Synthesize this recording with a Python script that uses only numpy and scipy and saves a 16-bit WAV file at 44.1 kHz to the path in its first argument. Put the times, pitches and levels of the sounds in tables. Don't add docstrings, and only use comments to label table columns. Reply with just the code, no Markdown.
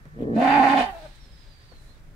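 import sys
import numpy as np
from scipy import signal
from scipy.fft import rfft, irfft, next_fast_len
from scipy.io import wavfile
from scipy.ndimage import uniform_filter1d, map_coordinates

SR = 44100
rng = np.random.default_rng(int(sys.argv[2]) if len(sys.argv) > 2 else 0)


def digitize_waveform(pressure):
    field = np.atleast_2d(pressure).T
    bounded = np.clip(field, -1, 1)
    quanta = np.round(bounded * 32767).astype(np.int16)
    wavfile.write(sys.argv[1], SR, quanta)


N = 94815
TIME_S = np.arange(N) / SR


def amp(db):
    return 10 ** (np.asarray(db) / 20)


def unit(x):
    return x / np.sqrt(np.mean(x ** 2) + 1e-20)


def along(points, hz):
    freqs, values = np.transpose(points)
    return np.interp(np.log(hz + 1), np.log(freqs + 1), values)


def curve(rows, column=1):
    rows = np.asarray(rows)
    return np.interp(TIME_S, rows[:, 0], rows[:, column])


def envelope(rows, column=1):
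    outside_s = np.maximum(rows[0][0] - TIME_S, 0) + np.maximum(TIME_S - rows[-1][0], 0)
    return amp(curve(rows, column) - 700 * outside_s)


def wobble(rate_hz):
    return map_coordinates(rng.standard_normal(4096), [TIME_S * rate_hz], mode="wrap")


def phase_of(hz):
    return 2 * np.pi * np.cumsum(hz) / SR


def filtered(x, response):
    size = next_fast_len(N + SR // 2)
    return irfft(rfft(x, size) * response(np.fft.rfftfreq(size, 1 / SR)), size)[..., :N]


def coloured(x, spectrum):
    def response(hz):
        cepstrum = irfft(np.log(np.maximum(amp(along(spectrum, hz)), 1e-6)))
        half = len(cepstrum) // 2
        cepstrum[1:half] *= 2
        cepstrum[half + 1:] = 0
        return np.exp(rfft(cepstrum))
    return unit(filtered(x, response))


def noise(spectrum):
    return coloured(rng.standard_normal(N), spectrum)


# freq_hz, gain_db
RUMBLE_SPECTRUM = [(12, -32.5), (20, 1), (58, -4.5), (81, -12.5), (134, -11), (189, -21.5), (229, -23.5),
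                   (323, -26), (475, -30.5), (512, -34), (568, -27), (700, -36.5), (910, -67), (1540, -120)]
HISS_SPECTRUM = [(290, -40.5), (500, -18), (537, -5), (648, -22.5), (676, -5), (927, -8), (1750, -5.5),
                 (2430, -11.5), (2840, -16), (15500, -27.5)]
RUMBLE_DB, HISS_DB = -47, -65


def yard():
    rumble = amp(RUMBLE_DB + 2.1 * wobble(10.21)) * noise(RUMBLE_SPECTRUM)
    hiss = amp(HISS_DB + 0.63 * wobble(2.7)) * noise(HISS_SPECTRUM)
    return rumble + hiss


# start_s, level_db, t60_s
BUMPS = [(.055, -45.5, 0.093), (0.063, -53, 0.028), (1.718, -46, 0.13), (1.966, -60.5, .15)]
# freq_hz, gain_db
BUMP_SPECTRUM = [(80, 0), (200, 12), (550, 7), (900, -2), (1600, -7.5), (3000, -24), (10000, -34),
                 (15000, -47)]
# peak_s, half_width_s, level_db, centre_hz
BRUSHES = [(0.22, 0.027, -60.5, 2700), (1.157, 0.0085, -64, 7000), (1.85, 0.087, -70.5, 8600)]
# ratio_to_centre, gain_db
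BRUSH_SPECTRUM = [(.2, -22), (.7, -1), (1.2, -1), (1.9, -20)]


def handling():
    out = np.zeros(N)
    for start_s, level_db, t60_s in BUMPS:
        decay_db = 60 * np.maximum(TIME_S - start_s, 0) / t60_s
        out += (TIME_S >= start_s) * amp(level_db - decay_db) * noise(BUMP_SPECTRUM)
    for peak_s, half_width_s, level_db, centre_hz in BRUSHES:
        band = [(centre_hz * ratio, gain_db) for ratio, gain_db in BRUSH_SPECTRUM]
        hairs = noise(band) * amp(1.5 * wobble(290))
        out += amp(level_db) * np.exp(-((TIME_S - peak_s) / half_width_s) ** 2) * hairs
    return out


# time_s, pitch_hz, level_db
HUM = [(.055, 140, -53), (.072, 150, -43.5), (.09, 152, -57.5), (.135, 150, -46), (.17, 140, -45),
       (.2, 135, -47)]


def hum():
    pitch_hz = curve(HUM) * (1 + .05 * wobble(61))
    return envelope(HUM, column=2) * unit(np.sin(phase_of(pitch_hz)))


def vocal_folds(pitch_hz, jitter, shimmer_db, alternation):
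    cycles = np.cumsum(pitch_hz * np.exp(jitter * wobble(170))) / SR
    count = np.arange(1, int(cycles[-1]))
    centres = np.interp(count, cycles, np.arange(N))
    strong_weak = 1 + alternation * (-1) ** count
    sizes = amp(shimmer_db * rng.uniform(-1.64, 1.36, 2048)[count]) * strong_weak
    taps = centres.astype(int)[:, None] + np.arange(-7, 9)
    offsets = taps - centres[:, None]
    shapes = sizes[:, None] * np.sinc(offsets) * np.cos(np.pi * offsets / 16) ** 2
    pulses = np.bincount(np.clip(taps, 0, N - 1).ravel(), shapes.ravel(), N)
    puffs = rng.standard_normal(N) * (0.22 + np.exp(-4 * (cycles % 1)))
    return unit(pulses - pulses.mean()), unit(puffs)


def blend(source, air, air_share):
    return np.sqrt(1 - air_share) * source + np.sqrt(air_share) * air


def steady(x):
    power = uniform_filter1d(uniform_filter1d(x ** 2, size=800), size=800)
    return x / np.sqrt(np.abs(power) + 1e-9)


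# time_s, level_db
GROAN_LEVEL = [(.14, -57), (.178, -38.5), (.2, -31.5), (.228, -26), (.25, -30.5), (.275, -28), (.298, -26),
               (.318, -26), (.34, -24), (.37, -50), (.41, -77)]
# freq_hz, gain_db
GROAN_SPECTRUM = [(47, -39), (80, -11.5), (113, -10.5), (146, -5), (247, -0.5), (380, -10), (414, -3.5),
                  (516, -10.5), (651, -21), (755, -24.5), (930, -41.5), (1030, -34), (1500, -58.5),
                  (1950, -56.5), (3300, -120)]


def groan():
    pulses, puffs = vocal_folds(np.full(N, 117.94), jitter=0.11, shimmer_db=2.5, alternation=.1)
    source = blend(pulses, puffs, air_share=0.34)
    return envelope(GROAN_LEVEL) * steady(coloured(source, GROAN_SPECTRUM))


# time_s, centre_hz
FORMANT = [(.35, 546), (.39, 638.4), (.43, 664), (.46, 762), (.55, 821), (.65, 766), (.72, 806), (.77, 747),
           (.81, 686), (.86, 790)]
# freq_hz, gain_db
SKIRT_SPECTRUM = [(250, -34.5), (380, -17.5), (450, -3.5), (540, -5.5), (600, 8), (680, -7.5), (900, -10.5),
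                  (1500, -53)]
FORMANT_WIDTH_HZ, SKIRT_DB = 150, -11.5


def open_mouth(source):
    carrier = np.exp(1j * phase_of(curve(FORMANT)))
    pole = np.exp(-np.pi * FORMANT_WIDTH_HZ / SR)
    baseband = signal.lfilter([1], np.poly([pole, pole]), source / carrier)
    return unit((carrier * baseband).real) + amp(SKIRT_DB) * coloured(source, SKIRT_SPECTRUM)


# centre_hz, width_hz, gain_db
RASP_PEAKS = [(1062, 16, 3.5), (1502, 77, -7.5), (1775, 25, -0.5), (1829, 75, -1), (1957, 110, -7),
              (2167, 25, 0.5), (2323, 33, -4), (2480, 22, 2.5), (2490, 63, -4.5), (2666, 10, -2),
              (2992, 15, -6), (3527, 29, -12.5), (3713, 54, -20), (4740, 160, -21)]
# freq_hz, gain_db
SNARL_SPECTRUM = [(800, -28.5), (1150, 2), (1400, -1), (1900, 2), (2600, -1.5), (3300, -0.5), (4000, -20.5),
                  (5000, -21), (6500, -37)]
SNARL_DB = -5


def rasp_colour(source):
    def peaks(hz):
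        return sum((-1) ** k * amp(db) * 1j * hz * width / (centre ** 2 - hz ** 2 + 1j * hz * width)
                   for k, (centre, width, db) in enumerate(RASP_PEAKS))
    return unit(filtered(source, peaks)) + amp(SNARL_DB) * coloured(source, SNARL_SPECTRUM)


# time_s, pitch_hz
BLEAT_PITCH = [(.335, 226.2), (.36, 213.5), (.385, 219.8), (.42, 259.1), (.47, 277.9), (.57, 280.3),
               (.61, 267.8), (.64, 280), (.68, 270.2), (.725, 281.7), (.76, 261.5), (.785, 273.4),
               (.82, 246.2), (.87, 213.1)]
# time_s, chest_db, mouth_db, rasp_db, upper_rasp_db, treble_db
BLEAT_LEVELS = [(.342, -32.5, -50, -60, -67.5, -74), (.362, -19.5, -32.5, -46, -62.5, -58.5),
                (.378, -21, -23, -40, -55.5, -62.5), (.386, -19.5, -22.5, -45, -55, -58.5),
                (.415, -24, -21.5, -33, -46, -53.5), (.455, -23, -19.5, -27.5, -46, -52),
                (.49, -25.5, -20, -26.5, -41, -51), (.555, -27, -18.5, -25, -40.5, -52.5),
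                (.605, -22, -15.5, -27, -45, -52.5), (.635, -25, -18, -25, -44.5, -50),
                (.682, -29, -17, -25.5, -46, -49.5), (.704, -24, -22, -25.5, -38, -48.5),
                (.735, -26.5, -19.5, -24, -43.5, -50.5), (.757, -26.5, -19.5, -34, -44, -53),
                (.78, -26, -20, -25.5, -35.5, -45), (.82, -30, -21, -30, -39, -44.5),
                (.862, -49.5, -31, -41, -51.5, -57.5), (.9, -55, -38, -51, -55.5, -75)]
# time_s, power_share
MOUTH_AIR = [(.38, 0.11), (.47, 0.6), (.66, 0.37), (.8, 0.47)]
RASP_AIR = [(.4, .25), (.55, 0.27), (.68, .1), (.75, .3), (.8, .65)]
# freq_hz, gain_db
CHEST_SPECTRUM = [(60, -58), (105, -30), (135, 1), (175, -5.5), (240, 6), (320, 0.5), (380, -13),
                  (450, -29.5), (600, -46.5), (1200, -78)]
TREBLE_SPECTRUM = [(2500, -42), (4000, 2), (4500, 0.5), (5900, -10), (6800, -9.5), (9500, -13.5),
                   (12000, -21), (14000, -27.5), (15500, -49)]
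QUAVER_HZ, QUAVER_DEPTH = 20.86, .04
FLUTTER_HZ, FLUTTER_DB = 54.7, 1.5
FADE_START_S, FADE_DB_PER_S = .85, 203.5


def bleat():
    quaver = 1 + QUAVER_DEPTH * np.sin(2 * np.pi * QUAVER_HZ * TIME_S + 1.5 * wobble(30))
    pitch_hz = curve(BLEAT_PITCH) * quaver
    pulses, puffs = vocal_folds(pitch_hz, jitter=.045, shimmer_db=4, alternation=0.069)
    flutter = amp(FLUTTER_DB * np.sin(phase_of(FLUTTER_HZ * (1 + 0.072 * wobble(27)))))
    chest = coloured(flutter * blend(pulses, puffs, air_share=.08), CHEST_SPECTRUM)
    mouth = open_mouth(flutter * blend(pulses, puffs, curve(MOUTH_AIR)))
    harsh = rasp_colour(flutter * blend(pulses, puffs, curve(RASP_AIR)))
    rasp = coloured(harsh, [(400, -14.5), (950, -0.5), (1300, 16.5), (1950, 0), (2750, -1), (3300, -11)])
    upper_rasp = coloured(harsh, [(1000, -65.5), (2500, -13.5), (2950, 1), (3250, -3.5),
                                  (3700, 4.5), (4000, -1), (4700, -8), (6500, -19.5)])
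    breath = blend(flutter * puffs, rng.standard_normal(N), air_share=0.67)
    treble = coloured(breath, TREBLE_SPECTRUM)
    fade_db = FADE_DB_PER_S * np.maximum(TIME_S - FADE_START_S, 0)
    bands = [(chest, 1), (mouth, -fade_db), (rasp, -1.5), (upper_rasp, 2.5), (treble, 1)]
    return sum(amp(trim_db) * envelope(BLEAT_LEVELS, column) * steady(band)
               for column, (band, trim_db) in enumerate(bands, 1))


# time_s, pitch_hz, level_db
WHINE = [(.835, 397.8, -45), (.865, 400.2, -33), (.9, 385.4, -32.5), (.918, 364.8, -45), (.935, 342, -47.5),
         (.955, 329.7, -39.5), (.99, 335.6, -45.5), (1.008, 301.2, -49), (1.04, 318.8, -44),
         (1.062, 301.7, -39), (1.08, 301.3, -67), (1.13, 290.5, -60)]
# harmonic_number, gain_db
WHINE_HARMONICS = [(1, -13.5), (2, 2.5), (3, -16), (4, -17.5), (5, -15.5), (6, -36), (7, -25), (8, -20.5)]
# time_s, level_db
WHINE_AIR = [(.86, -46.5), (.91, -45), (.96, -47), (1.05, -55.5), (1.12, -66)]


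def whine():
    phase = phase_of(curve(WHINE) * (1 + .014 * wobble(200)))
    note = unit(sum(amp(db) * np.sin(k * phase) for k, db in WHINE_HARMONICS))
    rattle = 1 + 0.18 * np.sin(phase / 2 + wobble(66))
    air = noise([(200, -15.5), (550, -13), (800, 6), (1150, -16),
                 (1600, -10), (2800, -22.5), (5000, -33.5)])
    return envelope(WHINE, column=2) * note * rattle + envelope(WHINE_AIR) * air


# time_s, level_db
WHEEZE_LEVEL = [(.86, -62.5), (.96, -61), (1.02, -56), (1.15, -61), (1.29, -65), (1.42, -64), (1.68, -65.5),
                (1.84, -68), (1.93, -70.5), (2.0, -75)]
# freq_hz, gain_db
WHEEZE_SPECTRUM = [(530, -56.5), (900, 8), (943, -30), (1020, 5), (1140, -23.5), (1680, 1), (2790, -3),
                   (3650, 0), (4010, 3), (4730, -4.5), (7230, -15), (8130, -9), (9150, -14.5), (15000, -33)]
# time_s, pitch_hz, level_db
WHISTLE = [(1.18, 5550, -76), (1.21, 5480, -69), (1.3, 5120, -69), (1.38, 5050, -68), (1.5, 4880, -67),
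           (1.57, 4620, -69), (1.65, 4770, -66), (1.69, 4660, -65), (1.73, 4330, -66), (1.78, 4120, -68),
           (1.85, 3950, -80), (1.89, 4080, -69), (1.92, 4230, -67), (1.96, 3700, -74)]


def wheeze():
    phase = phase_of(curve(WHISTLE) * (1 + .005 * wobble(450)))
    whistle = envelope(WHISTLE, column=2) * unit(np.sin(phase) * amp(1.33 * wobble(59.85)))
    hiss = envelope(WHEEZE_LEVEL) * amp(wobble(26.52)) * noise(WHEEZE_SPECTRUM)
    return whistle + hiss


def scatter(x, t60_s):
    t = np.arange(SR // 2) / SR
    tail = rng.standard_normal(len(t)) * amp(-60 * t / t60_s)
    size = next_fast_len(N + SR // 2)
    all_pass = np.exp(1j * np.angle(rfft(tail, size)))
    return irfft(rfft(x, size) * all_pass, size)[:N]


def wall_echo(x, t60_s, gain_db):
    t = np.arange(SR // 2) / SR
    build_up = 1 - np.exp(-t / .015)
    tail = rng.standard_normal((2, len(t))) * amp(-60 * t / t60_s) * build_up
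    wet = signal.fftconvolve(x[None], tail / np.linalg.norm(tail[0]), axes=1)[:, :N]
    wall_spectrum = [(250, -5.5), (800, 0), (2000, -4.5), (9000, -7.5)]
    return amp(gain_db) * filtered(wet, lambda hz: amp(along(wall_spectrum, hz)))


# freq_hz, side_over_mid_db
WIDTH = [(25, -12.5), (60, -6.5), (120, -11.5), (250, -17.5), (450, -8), (780, -8.5), (1250, 1.5),
         (2400, -1), (4400, -0.5), (12000, 0)]
# freq_hz, left_over_right_db
BALANCE = [(200, 0.5), (750, -1.5), (1400, -0.5), (2400, -2.5), (3600, -7.5), (5000, -8), (12000, 2)]


def scene():
    goat = groan() + hum() + bleat() + whine()
    mid = goat + wheeze() + handling() + yard()
    diffuse = scatter(goat, t60_s=.075) + wheeze() + handling() + yard()
    side = filtered(diffuse, lambda hz: amp(along(WIDTH, hz)))
    pair = np.array([mid + side, mid - side])
    panned = filtered(pair, lambda hz: amp(np.outer([.5, -.5], along(BALANCE, hz))))
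    return panned + wall_echo(goat, t60_s=0.15, gain_db=-14)


CUTOFF_HZ = 15700


def record(dry):
    return filtered(dry, lambda hz: hz < CUTOFF_HZ)


dry = scene()
out = record(dry)
digitize_waveform(out)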